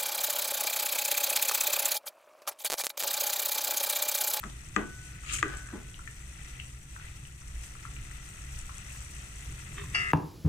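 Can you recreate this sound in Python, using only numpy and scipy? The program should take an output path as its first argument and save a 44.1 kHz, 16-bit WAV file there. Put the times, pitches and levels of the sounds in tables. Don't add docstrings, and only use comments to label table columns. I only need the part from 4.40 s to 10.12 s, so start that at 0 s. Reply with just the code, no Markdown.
import sys
import numpy as np
from scipy import signal
from scipy.fft import rfft, irfft
from scipy.io import wavfile
from scipy.ndimage import uniform_filter1d

SR = 44100
rng = np.random.default_rng(int(sys.argv[2]) if len(sys.argv) > 2 else 0)


def dump_mix(stems):
    frames = np.atleast_2d(stems).T
    limited = np.clip(frames, -1, 1)
    pcm = np.round(limited * 32767).astype(np.int16)
    wavfile.write(sys.argv[1], SR, pcm)


N = 252252
TIME_S = np.arange(N) / SR

# frequency_hz, relative_db [dB per Hz]
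RUMBLE_SPECTRUM = [(15, -11), (25, -2), (33, -10), (54, 2), (68, -0.5), (88, -11), (112, -6.5), (133, -3.5),
                   (155, -15), (180, -14.5), (225, -27), (300, -23.5), (470, -36), (800, -55)]
SIMMER_SPECTRUM = [(250, -10.5), (500, -3.5), (1000, -10.5), (1320, 2), (1600, -4), (1850, 2.5), (1950, 7),
                   (2150, -1), (2600, 1.5), (3100, -4.5), (4400, -9.5), (6000, -39)]
FIZZ_SPECTRUM = [(3500, -10.5), (5200, -15), (5900, -4), (6400, -8.5), (8000, -4.5), (9200, -7.5),
                 (10300, -17.5), (12500, -20.5), (15500, -23)]
SPLASH_SPECTRUM = [(530, -30), (900, -28), (1110, -15), (1230, -0.5), (1500, -9.5), (2640, -2), (2860, -4),
                   (3180, -6), (5000, -12), (6500, -39), (11000, -120)]
HISS_SPECTRUM = [(2500, -16), (4000, -21), (5200, -11), (6500, 0), (8000, -0.5), (9500, -8.5), (11500, -22),
                 (15500, -25)]
THUD_SPECTRUM = [(90, -19.5), (170, -17), (260, -7.5), (335, -0.5), (420, -4.5), (500, -16), (900, -41),
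                 (2000, -57)]
JOLT_SPECTRUM = [(90, -46), (165, 4.5), (210, 9), (260, 5), (330, 5), (500, -6), (800, -7), (1200, -6.5),
                 (2000, -17.5), (3500, -26), (6000, -54)]
RUB_SPECTRUM = [(250, -5.5), (400, -14), (600, -6.5), (1000, -10), (1250, 1.5), (1450, -4), (1620, 7),
                (1950, -10), (2300, -11), (4500, -20), (7400, -18), (11000, -35)]
CLASH_SPECTRUM = [(300, -19), (700, -3.5), (1300, 1), (2100, 13), (2900, -8), (3500, -19), (4200, -14),
                  (4700, 0), (6400, -11), (9000, -33), (14000, -47)]
# frequency_hz, left_minus_right_db
POT_LEAN = [(380, 1), (700, 6), (1290, 5), (1950, 4), (2500, 11), (3500, 5.5), (5000, -1.5), (6000, 4),
            (8000, 4), (9300, 1.5), (15000, 3.5)]
# frequency_hz, t60_s
ROOM_DECAY = [(200, 0.39), (1500, 0.23), (4000, 0.32), (10000, 0.15)]
# middle_s, length_s, deep_lift_db, upper_lift_db
SURGES = [(0.97, 0.28, 6, 6.5), (1.15, .12, 6.5, 1.5), (3.18, .25, 9, -1.5), (3.6, 0.39, 5, 2.5),
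          (4.2, 0.33, 8, -3), (5.1, 0.19, 5, 5), (5.46, 0.64, 2, 6.5)]
# middle_s, length_s, simmer_lift_db
STROKES = [(1.56, 0.75, -0.5), (2.12, 0.42, 3.5), (2.65, .34, 4.5)]
# middle_s, length_s, fizz_lift_db
SIZZLES = [(.09, 0.083, 4), (.69, 0.16, 2), (1.18, 0.086, 3), (3.25, 0.15, 5), (4.58, 0.26, 3)]
# start_s, relative_peak_db, pitch_hz
POPS = [(0.031, -34, 1300), (.044, -34.5, 1256), (.099, -41, 3600), (.835, -44, 1275), (0.9884, -34, 1900),
        (1.543, -36, 2890), (1.5918, -38.5, 1360), (1.6748, -33.5, 1800), (2.199, -31, 2700),
        (2.5628, -41, 1370), (2.597, -41.5, 1470), (2.6357, -45, 1880), (2.852, -40.5, 2640),
        (3.353, -43, 1300), (3.018, -49, 1270), (3.451, -35.5, 1340), (3.5641, -35, 2610),
        (3.7125, -39, 1900), (4.2933, -37.5, 1290), (4.5034, -39.5, 2580), (4.547, -43, 1280),
        (5.222, -47, 1240), (5.437, -42, 1050)]
# start_s, relative_peak_db
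SPITS = [(0.942, -31), (0.9904, -25), (1.1707, -29), (1.2723, -34), (1.5903, -36), (3.081, -36),
         (3.235, -33.5), (4.1897, -30), (4.382, -30), (4.5208, -34)]
# time_s, relative_splash_db, relative_hiss_db
WAVE = [(0.82, -61, -76), (0.826, -49.5, -48), (0.91, -41.5, -49.5), (0.938, -40.5, -34.5),
        (1.01, -49.5, -50), (1.015, -54.5, -55)]
# start_s, clack_db, thud_db, jolt_db, wall_ring_db
KNOCKS = [(0.0377, -16.5, -55, -45.5, -24), (0.3615, -21, -63, -33, -10), (0.3631, -1.5, -33.5, -29.5, 5),
          (1.0279, -1, -34, -64, 3.5), (1.3263, -34, -58, -39.5, -20), (1.335, -38, -44, -50, -37)]
# frequency_hz, relative_db, t60_s
CLACK_MODES = [(1220, -15.5, 0.04), (1660, -13.5, 0.014), (1984, -17, 0.021), (2510, -22, 0.019),
               (3350, -20.5, 0.0052), (6240, -24.5, 0.0036), (7400, -31, 0.021)]
# frequency_hz, relative_db, t60_s
WALL_MODES = [(1165, -47, .25), (1330, -45, .25), (1378, -49, .4), (1497, -47, 1.25), (1580, -42, .28),
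              (1622, -46, .3), (1955, -45, .25)]
# time_s, level_db
DRAG = [(1.03, -77), (1.045, -51), (1.11, -46), (1.15, -48.5), (1.22, -57), (1.3, -54), (1.4, -81)]
# time_s, relative_db
SHIFT = [(5.28, -75), (5.31, -65), (5.355, -52), (5.38, -43), (5.41, -48), (5.445, -50), (5.49, -62),
         (5.54, -52)]
# frequency_hz, relative_db, t60_s
SCUFF_MODES = [(399, -14.5, 0.19), (1140, -6, 0.025), (1900, 1.5, 0.0079), (2634, -12.5, 0.19),
               (3130, -11, 0.025), (3630, -17, 0.069)]
# start_s, relative_db
CLANGS = [(5.5447, -18), (5.549, 7)]
# frequency_hz, level_db, t60_s, left_minus_right_db, right_lag_cycles
LID_MODES = [(395, -61, 0.75, -5, 0.21), (721, -47, 0.57, -7, 0.33), (1240, -40, 3.0, 1, 0.35),
             (1303, -37, 1.36, 1, 0.4), (1381, -39, 1.0, 4, 0.25), (1632, -43, 3.0, 4, 0.39),
             (1736, -39, 1.23, 4, 0.28), (1806, -40, 1.95, -1, 0.28), (1965, -38, 3.0, 8, 0.18),
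             (2038, -35, 2.37, 3, 0.33), (2053, -35, 2.37, 3, 0.33), (2109, -33, 3.0, 7, 0.38),
             (2288, -32, 0.32, 12, 0.23), (2541, -45, 3.0, 3, 0.18), (2716, -26, 0.45, -1, 0.04),
             (2850, -27, 0.35, 10, 0.11), (3289, -41, 0.34, 6, 0.34), (4603, -46, 0.34, -7, 0.33),
             (4633, -36, 0.3, -7, 0.32), (4800, -50, 0.34, -7, 0.16), (5297, -40, 0.28, -13, 0.25),
             (5739, -48, 0.5, 5, 0.24), (6368, -49, 0.4, -7, 0.15)]

CALM_AT_START, LIFT_S, RECOVER_S = 0.83, 2.93, 0.89
RUMBLE_DB, RUMBLE_CALM_DB = -44.5, 1
SIMMER_DB, SIMMER_CALM_DB = -54, 4.5
FIZZ_DB, FIZZ_CALM_DB = -52, 3.5
LULL_AFTER_S, LULL_SIMMER, LULL_FIZZ, LULL_RUMBLE = 0.32, 1, 0.53, 0.42
RUMBLE_EVEN, RUMBLE_SWELL_S, DEEP_HZ = 0.36, 0.125, 83
SPIT_HZ = 7790
RIGHT_LATE_S = 0.00062
EDGE_HZ = 15450


def gain_of(db):
    return 10 ** (np.asarray(db) / 20)


def evened(x):
    return x / np.sqrt(np.mean(x.mean(0) ** 2) + 1e-20)


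def read(points, hz):
    point_hz, value = np.transpose(points)
    return np.interp(np.log(hz + 1), np.log(point_hz + 1), value)


def level(rows, column=1):
    rows = np.array(rows)
    return gain_of(np.interp(TIME_S, rows[:, 0], rows[:, column]))


def swells(rows, late_s=0, column=2):
    total_db = 0
    for row in rows:
        place = np.clip((TIME_S - late_s - row[0]) / row[1], -0.5, 0.5)
        total_db = total_db + row[column] * np.cos(np.pi * place) ** 2
    return total_db


def calm():
    stirred = np.interp(TIME_S, [0, LIFT_S], [CALM_AT_START, 1])
    return stirred * np.exp(-np.maximum(TIME_S - LIFT_S, 0) / RECOVER_S)


def add(mix, start_s, sound):
    part = mix[:, round(start_s * SR):][:, :sound.shape[1]]
    part += sound[:, :part.shape[1]]


def panned(left_minus_right_db):
    pair = gain_of([[left_minus_right_db / 2], [-left_minus_right_db / 2]])
    return pair / np.sqrt(np.mean(pair ** 2))


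def from_left(x):
    late = round(RIGHT_LATE_S * SR)
    return np.array([x[0], np.pad(x[1], (late, 0))[:N]])


def colour(x, spectrum, size=8192):
    hz = abs(np.fft.fftfreq(size, 1 / SR))
    lean_db = read(POT_LEAN, hz) * np.clip(hz / POT_LEAN[0][0], 0, 1) ** 2
    log_gain = np.log(gain_of(read(spectrum, hz) + np.outer([0.5, -0.5], lean_db)))
    response = np.exp(np.conj(signal.hilbert(log_gain)))
    taps = np.fft.ifft(response).real[:, :size // 2]
    return signal.oaconvolve(x, taps, axes=1)[:, :x.shape[1]]


def noise(likeness):
    shared = np.clip(likeness, 0, 1)
    common = np.sqrt(shared) * rng.standard_normal(N)
    return common + np.sqrt(1 - shared) * rng.standard_normal((2, N))


def drift(hz):
    falloff = 1 + (np.fft.rfftfreq(N, 1 / SR) / hz) ** 2
    slow = irfft(rfft(rng.standard_normal(N)) / falloff, N)
    return slow / slow.std()


def slips(per_s):
    return rng.standard_normal(N) * (rng.random(N) < per_s / SR)


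def ring(modes, t, apart_cycles):
    out = np.zeros((2, len(t)))
    for k, (hz, db, t60_s) in enumerate(modes):
        phase_cycles = k / 2 + np.array([[0], [apart_cycles * rng.standard_normal()]])
        out += gain_of(db - 60 * t / t60_s) * np.sin(2 * np.pi * (hz * t + phase_cycles))
    return out * (1 - np.exp(-(t / 0.000052) ** 2))


def bubble(hz, cycles, snap):
    t = TIME_S[:900]
    fade = np.exp(-t * hz / cycles) * (1 - np.exp(-2 * t * hz))
    tone = np.sin(2 * np.pi * (hz * t + 0.4 * rng.random((2, 1))))
    band = signal.butter(2, [hz * 0.65, min(hz * 1.4, SR * 0.45)], "band", fs=SR)
    spray = signal.lfilter(*band, rng.standard_normal((2, len(t))))
    return signal.lfilter(*band, fade * (tone + snap * spray / spray.std()))


def bubbling(low_hz, high_hz, per_s, spread_db, wash, clump_db, count=28):
    swarm = np.zeros((2, N))
    for hz in np.geomspace(low_hz, high_hz, count):
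        size_db = spread_db * np.minimum(rng.exponential(1, N), 4)
        bursts = gain_of(size_db) * (rng.random(N) < per_s / count / SR)
        grain = bubble(hz, cycles=4.5, snap=0.7)
        swarm += signal.oaconvolve(bursts[None], grain * hz, axes=1)[:, :N]
    return (evened(swarm) + wash * evened(noise(0))) * gain_of(clump_db * drift(14))


def kitchen(x, slot=22):
    taps = np.zeros((2, SR // 2))
    at = np.arange(10 * slot, SR // 2 - slot, slot)
    at = at + rng.integers(0, slot, (2, len(at)))
    np.put_along_axis(taps, at, rng.choice([-1., 1.], at.shape), 1)
    hz, t, bins = signal.stft(taps, SR, nperseg=256)
    decay = gain_of(-60 * t / read(ROOM_DECAY, hz)[:, None])
    tail = signal.istft(bins * decay, SR, nperseg=256)[1]
    return signal.fftconvolve(x.mean(0)[None], tail / np.linalg.norm(tail[0]), axes=1)[:, :N]


def rumble():
    low = evened(colour(noise(0.99), RUMBLE_SPECTRUM))
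    power = uniform_filter1d(low.mean(0) ** 2, round(RUMBLE_SWELL_S * SR))
    low = low / power ** (RUMBLE_EVEN / 2)
    deep = signal.sosfiltfilt(signal.butter(2, DEEP_HZ, fs=SR, output="sos"), low)
    upper = low - deep
    heaved = deep * gain_of(swells(SURGES)) + upper * gain_of(swells(SURGES, column=3))
    lull_db = LULL_RUMBLE * swells(STROKES, LULL_AFTER_S)
    return heaved * gain_of(RUMBLE_DB - RUMBLE_CALM_DB * calm() - lull_db)


def boil():
    simmer = bubbling(700, 4800, per_s=2200, spread_db=2.6, wash=1.1, clump_db=0.8)
    fizz = bubbling(4800, 14000, per_s=1900, spread_db=3.2, wash=1, clump_db=1)
    lull_db = swells(STROKES, LULL_AFTER_S)
    simmer_db = SIMMER_DB - SIMMER_CALM_DB * calm() + swells(STROKES) - LULL_SIMMER * lull_db
    fizz_db = FIZZ_DB - FIZZ_CALM_DB * calm() + swells(SIZZLES) - LULL_FIZZ * lull_db
    simmer = evened(colour(simmer, SIMMER_SPECTRUM)) * gain_of(simmer_db)
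    fizz = evened(colour(fizz, FIZZ_SPECTRUM)) * gain_of(fizz_db)
    return (simmer + fizz) * gain_of(0.11 * drift(18))


def pops():
    out = np.zeros((2, N))
    spits = [(start_s, peak_db, SPIT_HZ) for start_s, peak_db in SPITS]
    for start_s, peak_db, hz in [*POPS, *spits]:
        pop = bubble(hz, cycles=4, snap=0.6)
        add(out, start_s, gain_of(peak_db) * pop / abs(pop.mean(0)).max())
    out = signal.sosfilt(signal.butter(6, 9500, fs=SR, output="sos"), out)
    return out * panned(6)


def wave():
    splash = bubbling(1000, 5000, per_s=2500, spread_db=2.5, wash=0.8, clump_db=1)
    hiss = bubbling(4000, 15000, per_s=3000, spread_db=3, wash=0.9, clump_db=1)
    splash = gain_of(0.5) * evened(colour(splash, SPLASH_SPECTRUM)) * level(WAVE)
    hiss = gain_of(0.9) * evened(colour(hiss, HISS_SPECTRUM)) * level(WAVE, column=2)
    rise = np.clip((TIME_S - WAVE[0][0]) / 0.076, 0, 1)
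    fall = np.exp(-np.maximum(TIME_S - WAVE[-1][0], 0) / 0.1)
    sputter = gain_of(1.3 * drift(170))
    return rise * fall * sputter * (splash + hiss)


def spoon():
    out, t = np.zeros((2, N)), TIME_S[:SR]
    wall = ring(WALL_MODES, t, apart_cycles=0.057) * panned(10.5)
    thump = (1 - np.exp(-t / 0.003)) * np.exp(-t / 0.04)
    for start_s, clack_db, thud_db, jolt_db, wall_db in KNOCKS:
        clack = ring(CLACK_MODES, t, apart_cycles=0.27) * panned(6.4)
        thud = evened(colour(noise(0.95)[:, :SR], THUD_SPECTRUM))
        jolt = evened(colour(noise(0.83)[:, :SR], JOLT_SPECTRUM))
        body = (gain_of(thud_db) * thud + gain_of(jolt_db) * jolt) * thump
        add(out, start_s, gain_of(clack_db) * clack + body + gain_of(wall_db) * wall)
    rub = evened(colour(np.array([slips(700), slips(640)]), RUB_SPECTRUM))
    dragging = (TIME_S > DRAG[0][0]) * (TIME_S < DRAG[-1][0])
    return out + rub * level(DRAG) * dragging


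def lid():
    out, t = np.zeros((2, N)), TIME_S[:SR // 2]
    scuff = signal.oaconvolve(slips(500)[None], ring(SCUFF_MODES, t, apart_cycles=0.3), axes=1)
    out += evened(scuff[:, :N]) * level(SHIFT) * (TIME_S > SHIFT[0][0])
    for start_s, db in CLANGS:
        fade = np.exp(-t / 0.005) + 0.25 * np.exp(-t / 0.09)
        clash = evened(colour(noise(0.13), CLASH_SPECTRUM))[:, :len(t)]
        add(out, start_s, gain_of(db - 36.5) * fade * clash)
    onset = 1 - np.exp(-t / 0.002)
    for hz, db, t60_s, side_db, lag_cycles in LID_MODES:
        phase_cycles = rng.random() - np.array([[0], [lag_cycles]])
        tone = np.sin(2 * np.pi * (hz * t + phase_cycles)) * gain_of(db - 60 * t / t60_s)
        add(out, CLANGS[0][0], tone * panned(side_db) * onset)
    return out


def scene():
    bursts, knocks, steel = pops(), spoon(), lid()
    sent = gain_of(-4) * bursts + gain_of(-9) * knocks + gain_of(-15) * steel
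    soup = rumble() + from_left(boil() + wave() + bursts)
    return kitchen(sent) + soup + knocks + steel


def record(dry):
    taps = signal.firwin(511, EDGE_HZ, window=("kaiser", 9), fs=SR)
    return signal.oaconvolve(dry, taps[None], "same")


dry = scene()
out = record(dry)
dump_mix(out)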